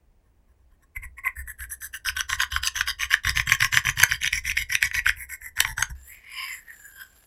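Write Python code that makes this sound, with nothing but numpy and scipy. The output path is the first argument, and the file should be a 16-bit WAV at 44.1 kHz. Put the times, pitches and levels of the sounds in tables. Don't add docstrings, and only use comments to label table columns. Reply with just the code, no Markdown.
import sys
import numpy as np
from scipy import signal
from scipy.fft import rfft, irfft
from scipy.io import wavfile
from scipy.ndimage import uniform_filter1d

SR = 44100
rng = np.random.default_rng(int(sys.argv[2]) if len(sys.argv) > 2 else 0)


def unload_audio(sound):
    columns = np.transpose(np.atleast_2d(sound))
    steps = np.round(np.clip(columns, -1, 1) * 32767)
    wavfile.write(sys.argv[1], SR, steps.astype(np.int16))


N = 320204
TIME = np.arange(N) / SR

# (start [s], length [s], level [dB], rocking of the compact [dB])
STROKES = [(0.23, 0.077, -83, -67), (.354, 0.068, -91, -70), (0.483, .042, -79, -62),
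           (0.59, 0.058, -83, -57), (0.711, .048, -76.5, -64), (0.825, 0.022, -64.5, -70),
           (0.963, 0.0082, -39, -33), (1.033, 0.021, -42.5, -38.5), (1.183, 0.011, -48.5, -48),
           (1.25, 0.035, -37, -50), (1.369, 0.049, -39, -32), (1.476, 0.042, -37, -58),
           (1.594, 0.059, -37.5, -38), (1.708, 0.038, -30, -61), (1.819, .05, -32.5, -49.5),
           (1.94, 0.029, -34.5, -53), (2.06, 0.042, -31, -35), (2.167, 0.045, -34, -42),
           (2.296, 0.057, -35.5, -35), (2.395, .047, -34, -52.5), (2.52, 0.061, -37, -30),
           (2.634, 0.05, -33.5, -63.5), (2.756, 0.061, -37.5, -35.5), (2.875, 0.032, -32, -42.5),
           (2.998, 0.06, -38.5, -39.5), (3.11, 0.041, -34, -49.5), (3.25, 0.061, -34, -27.5),
           (3.36, 0.054, -35, -33.5), (3.474, 0.078, -33.5, -41.5), (3.604, 0.062, -32.5, -37),
           (3.726, 0.069, -34, -45.5), (3.851, 0.057, -34, -33), (3.974, .067, -34.5, -48.5),
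           (4.095, 0.065, -38, -38), (4.218, 0.061, -36, -45), (4.326, 0.064, -34.5, -33.5),
           (4.454, 0.063, -34, -33.5), (4.569, .06, -34.5, -38.5), (4.702, 0.056, -35, -52.5),
           (4.821, .053, -33.5, -39), (4.944, 0.051, -34, -35), (5.059, 0.046, -33.5, -34.5),
           (5.172, 0.079, -38.5, -49), (5.299, 0.056, -35.5, -60), (5.418, 0.072, -40, -50),
           (5.571, 0.065, -36, -40.5), (5.65, 0.074, -39, -37.5), (5.78, 0.061, -33.5, -40.5),
           (5.899, 0.017, -47, -30)]
# (time [s], bite [0-1])
BITE = [(.8, 0.58), (.96, 0.16), (1.18, 0.28), (1.25, 0.13), (1.37, 0.1), (1.6, 0.28), (1.7, 0.4),
        (1.94, 0.66), (2.06, .82), (2.8, .98), (3.5, 0.87), (4.2, 0.93), (4.33, 0.82), (5.06, 0.77),
        (5.17, .2), (5.3, 0.38), (5.42, 0.29), (5.58, 0.65), (5.9, 0.59)]
# (time [s], ring [Hz], overtone [Hz], ring over stroke level [dB])
TOOL_RING = [(.82, 1700, 7800, 1), (.96, 2110, 7860, 10.5), (1.25, 1988, 8000, 17), (1.37, 1910, 8120, 2.5),
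             (1.6, 1735, 8250, -1.5), (1.7, 1690, 8170, -11), (2.06, 1710, 8100, 4), (2.7, 1686, 7750, 2.5),
             (3.0, 1905, 7855, 9), (3.35, 1925, 7670, 9), (3.5, 1899, 7540, 7), (4.0, 1897, 7150, 6.5),
             (4.3, 2080, 7650, 9.5), (5.06, 2022, 7750, 11.5), (5.18, 2044, 7830, 2.5),
             (5.56, 1876, 7590, 4.5), (5.9, 1652, 7720, 0)]
# (time [s], level over the tool's ring [dB])
CASE_RESPONSE = [(.8, -5.5), (.96, -27.5), (1.25, -19), (1.37, -31), (1.94, -31), (2.06, -21.5), (2.35, -8),
                 (2.65, -13.5), (3.1, -18.5), (4.0, -14.5), (4.25, -32.5), (4.6, -38), (4.85, -27),
                 (5.42, -33.5), (5.64, -12)]
# (time [s], pitch [Hz])
CASE_PITCH = [(1.2, 1074), (3.2, 1096), (4.8, 1030), (5.6, 968.5)]
# (time [s], knock [dB], snap [dB])
FLAKES = [(1.277, -10, -55), (2.0878, -12.5, -17), (2.2078, -14, -16), (2.331, -8, -21),
          (2.4046, -9, -19.5), (2.4335, -8.5, -21), (2.563, -7, -23.5), (2.6362, -20, -19.5),
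          (2.8094, -6, -19.5), (3.0335, -8.5, -31), (3.1284, -11, -18.5), (3.1407, -0.5, -14),
          (3.2946, -9, -15.5), (3.3733, -5.5, -16.5), (3.3978, -3, -22), (3.497, -9.5, -17),
          (3.5198, 3, -25), (3.5235, -3, -14.5), (3.6072, -7.5, -19), (3.6252, -2.5, -19),
          (3.6459, -15, -34), (3.7284, -13, -22.5), (3.7424, -6.5, -24), (3.7725, 1.5, -10.5),
          (3.8685, -4.5, -31), (3.8887, -4, -31), (4.0001, -7.5, -16), (4.031, -1.5, -15.5),
          (4.0361, 3.5, -5), (4.1138, -8.5, -21.5), (4.1207, -5, -20), (4.2455, -6, -26), (4.2767, -9, -17),
          (4.3306, -3.5, -16.5), (4.5175, -7.5, -21), (4.5759, -1.5, -16.5), (4.7527, -.5, -15),
          (4.8275, 0.5, -14), (4.9137, -14.5, -38), (4.9916, -6, -41), (5.0655, -3, -31),
          (5.0907, -15.5, -17), (5.6051, -2.5, -7), (5.6492, -6, -22), (5.7801, -14.5, -31.5),
          (5.8258, -7, -13)]
# (time [s], ring [dB], ring pitch [Hz], rim [dB], hiss [dB])
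SWEEP = [(5.95, -61, 1670, -72, -66.5), (6.054, -70, 1750, -80, -52.5), (6.128, -44, 2150, -66, -46.5),
         (6.208, -53.5, 2110, -75.5, -67.5), (6.394, -32.5, 2250, -35, -46),
         (6.536, -36.5, 2030, -46.5, -41), (6.646, -60.5, 1810, -85, -66), (6.698, -44, 1875, -77, -57),
         (6.774, -57, 1700, -75, -51.5), (6.886, -44.5, 1620, -71, -47), (6.92, -58.5, 1610, -73, -52.5),
         (7.014, -38, 1564, -48, -47.5), (7.076, -62, 1540, -73.5, -66), (7.26, -74, 1670, -80, -61)]
# (time [s], pitch [Hz])
RIM_PITCH = [(6.25, 2730), (6.4, 2800), (6.56, 2400), (6.92, 3160), (7.06, 3170)]
# (time [s], level [dB])
JUDDER = [(3.11, -76), (3.25, -37), (3.97, -34), (4.15, -47), (4.85, -46.5), (5.06, -51), (5.2, -76),
          (5.5, -71), (5.65, -44), (5.9, -42)]
# (frequency [Hz], width [Hz], gain [dB])
THUD_AND_CASE_MODES = [(534, 780, -29.5), (1063, 100, 6), (1110, 76, -1.5)]
CRUNCH_MODES = [(2900, 240, -4), (3055, 440, 2), (3783, 490, -6.5), (4930, 340, 1.5), (5725, 450, -1),
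                (6275, 190, -1.5), (7480, 510, -14)]
HISS_MODES = [(9470, 860, -14.5), (10240, 480, -3), (10630, 650, 2), (11840, 1300, 0.5),
              (13200, 420, -15.5), (14700, 510, -6)]
SNAP_MODES = [(2980, 920, 0), (4750, 410, -10), (6000, 564, -3)]
RIM_MODES = [(1063, 70, 4), (3104, 160, -2), (4900, 210, -0.5), (5210, 170, -3)]
CRUMB_MODES = [(7290, 240, 4.5), (7700, 220, 1.5), (9100, 280, -12), (9930, 180, 1), (10480, 150, -4),
               (11180, 380, 2), (12380, 370, 4), (12860, 480, 2), (14600, 380, -6), (15400, 350, -15.5)]
PAN_MODES = [(1512, 170, 4), (1850, 24, -18.5), (1860, 36, -16)]
# (delay [s], level [dB])
ECHOES = [(.0072, -25.5), (.0094, -31.5)]
# (frequency [Hz], relative spectral density [dB])
ROOM_TONE = [(18, -21), (30, 3.5), (81, -7.5), (133, -14), (996, -27.5), (1330, -34), (2070, -33),
             (3490, -42.5), (10200, -43.5), (12300, -53.5), (15500, -37.5)]


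def strokes(lead_s=.018, grab_s=.003, trail_s=.011):
    out = np.zeros(N)
    for start, length, level_db, _ in STROKES:
        end = start + length
        t = np.arange(start - lead_s, end + trail_s, 1 / SR)
        stages = [t[0], start - grab_s, start, start + length / 2, end, t[-1]]
        pressure = np.interp(t, stages, [0, .34, .55, 1.082, .55, 0]) ** 1.085
        ring_hz, overtone_hz, _ = at_time(TOOL_RING, start)
        _, ring_db, case_db, crunch_db = contact(start, level_db)
        depth = np.clip((crunch_db + 42.5) / 26, 0, 1)
        fine = rebound(grit(len(t), lump_db=5.5 + 3.6 * depth, lumps_per_s=1100))
        stick_slip = from_db(2.7 * depth * np.minimum(wander(len(t), 380), 1.6))
        coarse = fine * stick_slip
        ring = resonate(coarse, ring_hz, 320 + 480 * depth, order=3)
        ring += from_db(-14.5 + 3.3 * depth) * resonate(coarse, ring_hz * .84, 330)
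        sag = at_time(CASE_PITCH, start)[0] / CASE_PITCH[0][1]
        sagged_modes = [(hz * sag, width, db) for hz, width, db in THUD_AND_CASE_MODES]
        thud_and_case = body(coarse, sagged_modes, detune=.015)
        squeak = from_db(11.5 - 60 * depth) * resonate(fine, overtone_hz * .74, 380)
        crunch = body(coarse, CRUNCH_MODES, vary_db=7.5, detune=.016) + squeak
        hiss = body(fine, [(overtone_hz, 700, 0)] + HISS_MODES, vary_db=2.5, detune=.026)
        dust = butter(coarse, [1600, 9000], "band")
        parts = [(ring, ring_db - 4.5), (thud_and_case, case_db + 4.6), (crunch, crunch_db - .67),
                 (hiss, level_db - 3.5), (dust, crunch_db - 17)]
        add(out, t[0], pressure * mix(parts, rms_one))
    return out


def contact(s, level_db, light_db=-30, deep_db=8.5):
    bite = np.clip(at_time(BITE, s)[0], 0, 1)
    ring_db = level_db + at_time(TOOL_RING, s)[2]
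    case_db = ring_db + at_time(CASE_RESPONSE, s)[0]
    crunch_db = level_db + light_db + bite * (deep_db - light_db)
    return bite, ring_db, case_db, crunch_db


def grit(size, lump_db, lumps_per_s):
    return rng.standard_normal(size) * from_db(lump_db * np.minimum(wander(size, lumps_per_s), 2))


def rebound(x, share=.41, count=2):
    delays = (rng.uniform(.0011, .005, count) * SR).astype(int)
    return x + share * sum(rng.choice([-1, 1]) * np.pad(x, (d, 0))[:len(x)] for d in delays)


def cracks(breaks, build_s=.0011, fracture_s=.00065, lead_s=.008, size=1024):
    out = np.zeros(N)
    t = np.arange(size) / SR - lead_s
    swell = np.exp(np.minimum(t / build_s, -t / fracture_s))
    for s, knock_db, snap_db in breaks:
        knock_hz = 1.071 * at_time(TOOL_RING, s)[0] * np.exp(.048 * rng.normal())
        case_db = knock_db + at_time(CASE_RESPONSE, s)[0]
        fracture = rng.standard_normal(size) * swell
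        jolt = signal.unit_impulse(size, np.argmax(swell)) + .11 * fracture
        knock = resonate(jolt, knock_hz, 720, order=3)
        case = resonate(jolt, at_time(CASE_PITCH, s)[0], 230, order=3)
        violence_db = np.interp(snap_db, [-22, -4], [-15, 0])
        thud = resonate(jolt, 540, 390)
        treble = from_db(violence_db - 6.5) * butter(fracture, [4000, 12500], "band", order=3)
        snap = body(fracture, SNAP_MODES, vary_db=4.5, detune=.055) + treble
        parts = [(knock, knock_db - 9.5), (case, case_db - 10), (snap, snap_db - 1.5),
                 (thud, (knock_db + case_db) / 2 - 25 + violence_db)]
        add(out, s - lead_s, mix(parts, burst_one))
    return out


def chips(per_s=45, spread_db=4.5, tries=5):
    breaks = []
    for start, length, level_db, _ in STROKES:
        bite, ring_db, _, crunch_db = contact(start, level_db)
        breaks.append((start, ring_db - .5 + 13 * bite, crunch_db - 3.5))
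        draws = rng.random((tries, 2))
        scatter_db = spread_db * rng.standard_normal((tries, 2))
        for (place, chance), (knock_db, snap_db) in zip(draws, scatter_db):
            if chance < per_s * length * bite ** 2 / tries:
                breaks.append((start + place * length, ring_db + 10 + knock_db, crunch_db + 4 + snap_db))
    return breaks


def rim_sweep(trickle_db=-67):
    start = SWEEP[0][0]
    ring_db, ring_hz, rim_db, hiss_db = at_time(SWEEP, TIME[round(start * SR):])
    size = len(ring_hz)
    grains = grit(size, lump_db=3.5, lumps_per_s=550)
    damped = np.clip((ring_hz - 1650) / 450, 0, 1)
    ring = np.sqrt(1 - damped) * glide(grains, ring_hz, 132)
    ring += np.sqrt(damped) * glide(grains, ring_hz, 410)
    rim_hz = at_time(RIM_PITCH, TIME[-size:])[0]
    rim = glide(grains, rim_hz, 350) + from_db(-1.5) * rms_one(body(grains, RIM_MODES))
    hiss = np.zeros(size)
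    for hz, width, db in CRUMB_MODES:
        flicker_db = 7 * np.minimum(wander(size, 13), 1)
        drift = np.exp(.016 * wander(size, 12))
        hiss += from_db(db + flicker_db) * glide(grains, hz * drift, width)
    trickle = butter(grit(size, lump_db=6, lumps_per_s=370), [250, 4200], "band", order=1)
    parts = [(ring, ring_db - .9), (rim, rim_db + .5), (hiss, hiss_db - .7), (trickle, trickle_db)]
    out = np.zeros(N)
    add(out, start, mix(parts, rms_one))
    return out


def pan_ring(scraping):
    return sum(from_db(db) * resonate(scraping, hz, width, order=1) for hz, width, db in PAN_MODES)


def settling_powder():
    falling = np.zeros(N)
    for start, length, level_db, _ in STROKES:
        thrown = at_time(BITE, start)[0] ** 2 * from_db(level_db - 16)
        add(falling, start, thrown * push(length, attack_s=.03, decay_s=.012))
    fizz = butter(grit(N, lump_db=5.5, lumps_per_s=900), [3200, 12000], "band")
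    return falling * rms_one(fizz)


def handling_noise(tremor_db=-68, judder_attack_s=.0055):
    def shaking(modes):
        rumble = body(rng.standard_normal(N), modes)
        return rumble / np.sqrt(uniform_filter1d(rumble ** 2, size=4096) + 1e-20)
    rocking, digging = np.full(N, from_db(tremor_db)), np.zeros(N)
    for start, length, _, rock_db in STROKES:
        add(rocking, start, from_db(rock_db - 4.06) * push(length, attack_s=.012, decay_s=.053))
        force = from_db(at_time(JUDDER, start)[0])
        add(digging, start - judder_attack_s, force * push(length, judder_attack_s, decay_s=.011))
    sway = rocking * shaking([(30, 27.2, -1), (63.46, 11, 7), (79, 29.7, -8)])
    judder = digging * shaking([(110, 37.4, 16.5), (180, 130, -4.5), (418, 130, -4.5)])
    return sway + butter(judder, 230, "low")


def small_room(x, t60_s=.13, wet_db=-14, wall_hz=7000):
    t = TIME[:SR // 3]
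    decay = from_db(-60 * t / t60_s) * np.clip(t / .0017, 0, 1)
    tail = butter(rng.standard_normal(len(t)), wall_hz, "low", order=1) * decay
    response = from_db(wet_db) * tail / np.sqrt(np.sum(tail ** 2))
    for delay, db in ECHOES:
        response[round(delay * SR)] += from_db(db)
    return x + signal.fftconvolve(x, response)[:N]


def room_tone(level_db=-63.5):
    hz, db = np.transpose(ROOM_TONE)
    colour = from_db(np.interp(np.log(np.fft.rfftfreq(N, 1 / SR) + 1), np.log(hz), db))
    return from_db(level_db) * rms_one(irfft(rfft(rng.standard_normal(N)) * colour, N))


def resonate(x, hz, width, order=2):
    edges = np.clip([hz - width / 2, hz + width / 2], 10, .45 * SR)
    return signal.lfilter(*signal.butter(order, edges, "band", fs=SR), x + 1e-18)


def body(x, modes, vary_db=0, detune=0):
    out = np.zeros(len(x))
    for k, (hz, width, db) in enumerate(modes):
        gain = (-1) ** k * from_db(db + vary_db * rng.normal())
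        out += gain * resonate(x, hz * np.exp(detune * rng.normal()), width)
    return out


def glide(x, hz, width, block=256):
    out, state = np.zeros(len(x)), np.zeros((2, 2))
    radius = np.exp(-np.pi * width / SR)
    for i in range(0, len(x), block):
        section = [1 - radius, 0, radius - 1, 1, -2 * radius * np.cos(2 * np.pi * hz[i] / SR), radius ** 2]
        out[i:i + block], state = signal.sosfilt([section, section], x[i:i + block], zi=state)
    return rms_one(out)


def push(length, attack_s, decay_s):
    t = TIME[:SR // 2]
    return np.minimum(t / attack_s, 1) * np.exp(-np.maximum(t - length, 0) / decay_s)


def wander(size, per_s):
    return np.interp(np.arange(size) * per_s / SR, np.arange(size), rng.standard_normal(size))


def at_time(rows, s):
    times, *columns = np.transpose(rows)
    return [np.interp(s, times, column) for column in columns]


def butter(x, hz, kind, order=2):
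    return signal.sosfilt(signal.butter(order, hz, kind, fs=SR, output="sos"), x)


def from_db(db):
    return 10 ** (np.asarray(db) / 20)


def rms_one(x):
    return x / np.sqrt(np.mean(x ** 2) + 1e-20)


def burst_one(x):
    return x / np.sqrt(uniform_filter1d(x ** 2, 66).max())


def mix(parts, normalise):
    return sum(from_db(db) * normalise(sound) for sound, db in parts)


def add(out, s, sound):
    at = max(round(s * SR), 0)
    out[at:at + len(sound)] += sound[:max(N - at, 0)]


def scene():
    background = handling_noise() + room_tone()
    loose_crumbs = rim_sweep() + settling_powder()
    scraping = strokes() + cracks(FLAKES + chips())
    return (small_room(scraping + pan_ring(scraping) + loose_crumbs) + background)[None]


def record(dry, cutoff_hz=15800):
    lowpass = signal.ellip(10, .1, 80, cutoff_hz, fs=SR, output="sos")
    return signal.sosfilt(lowpass, np.clip(dry, -1, 1))


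dry = scene()
out = record(dry)
unload_audio(out)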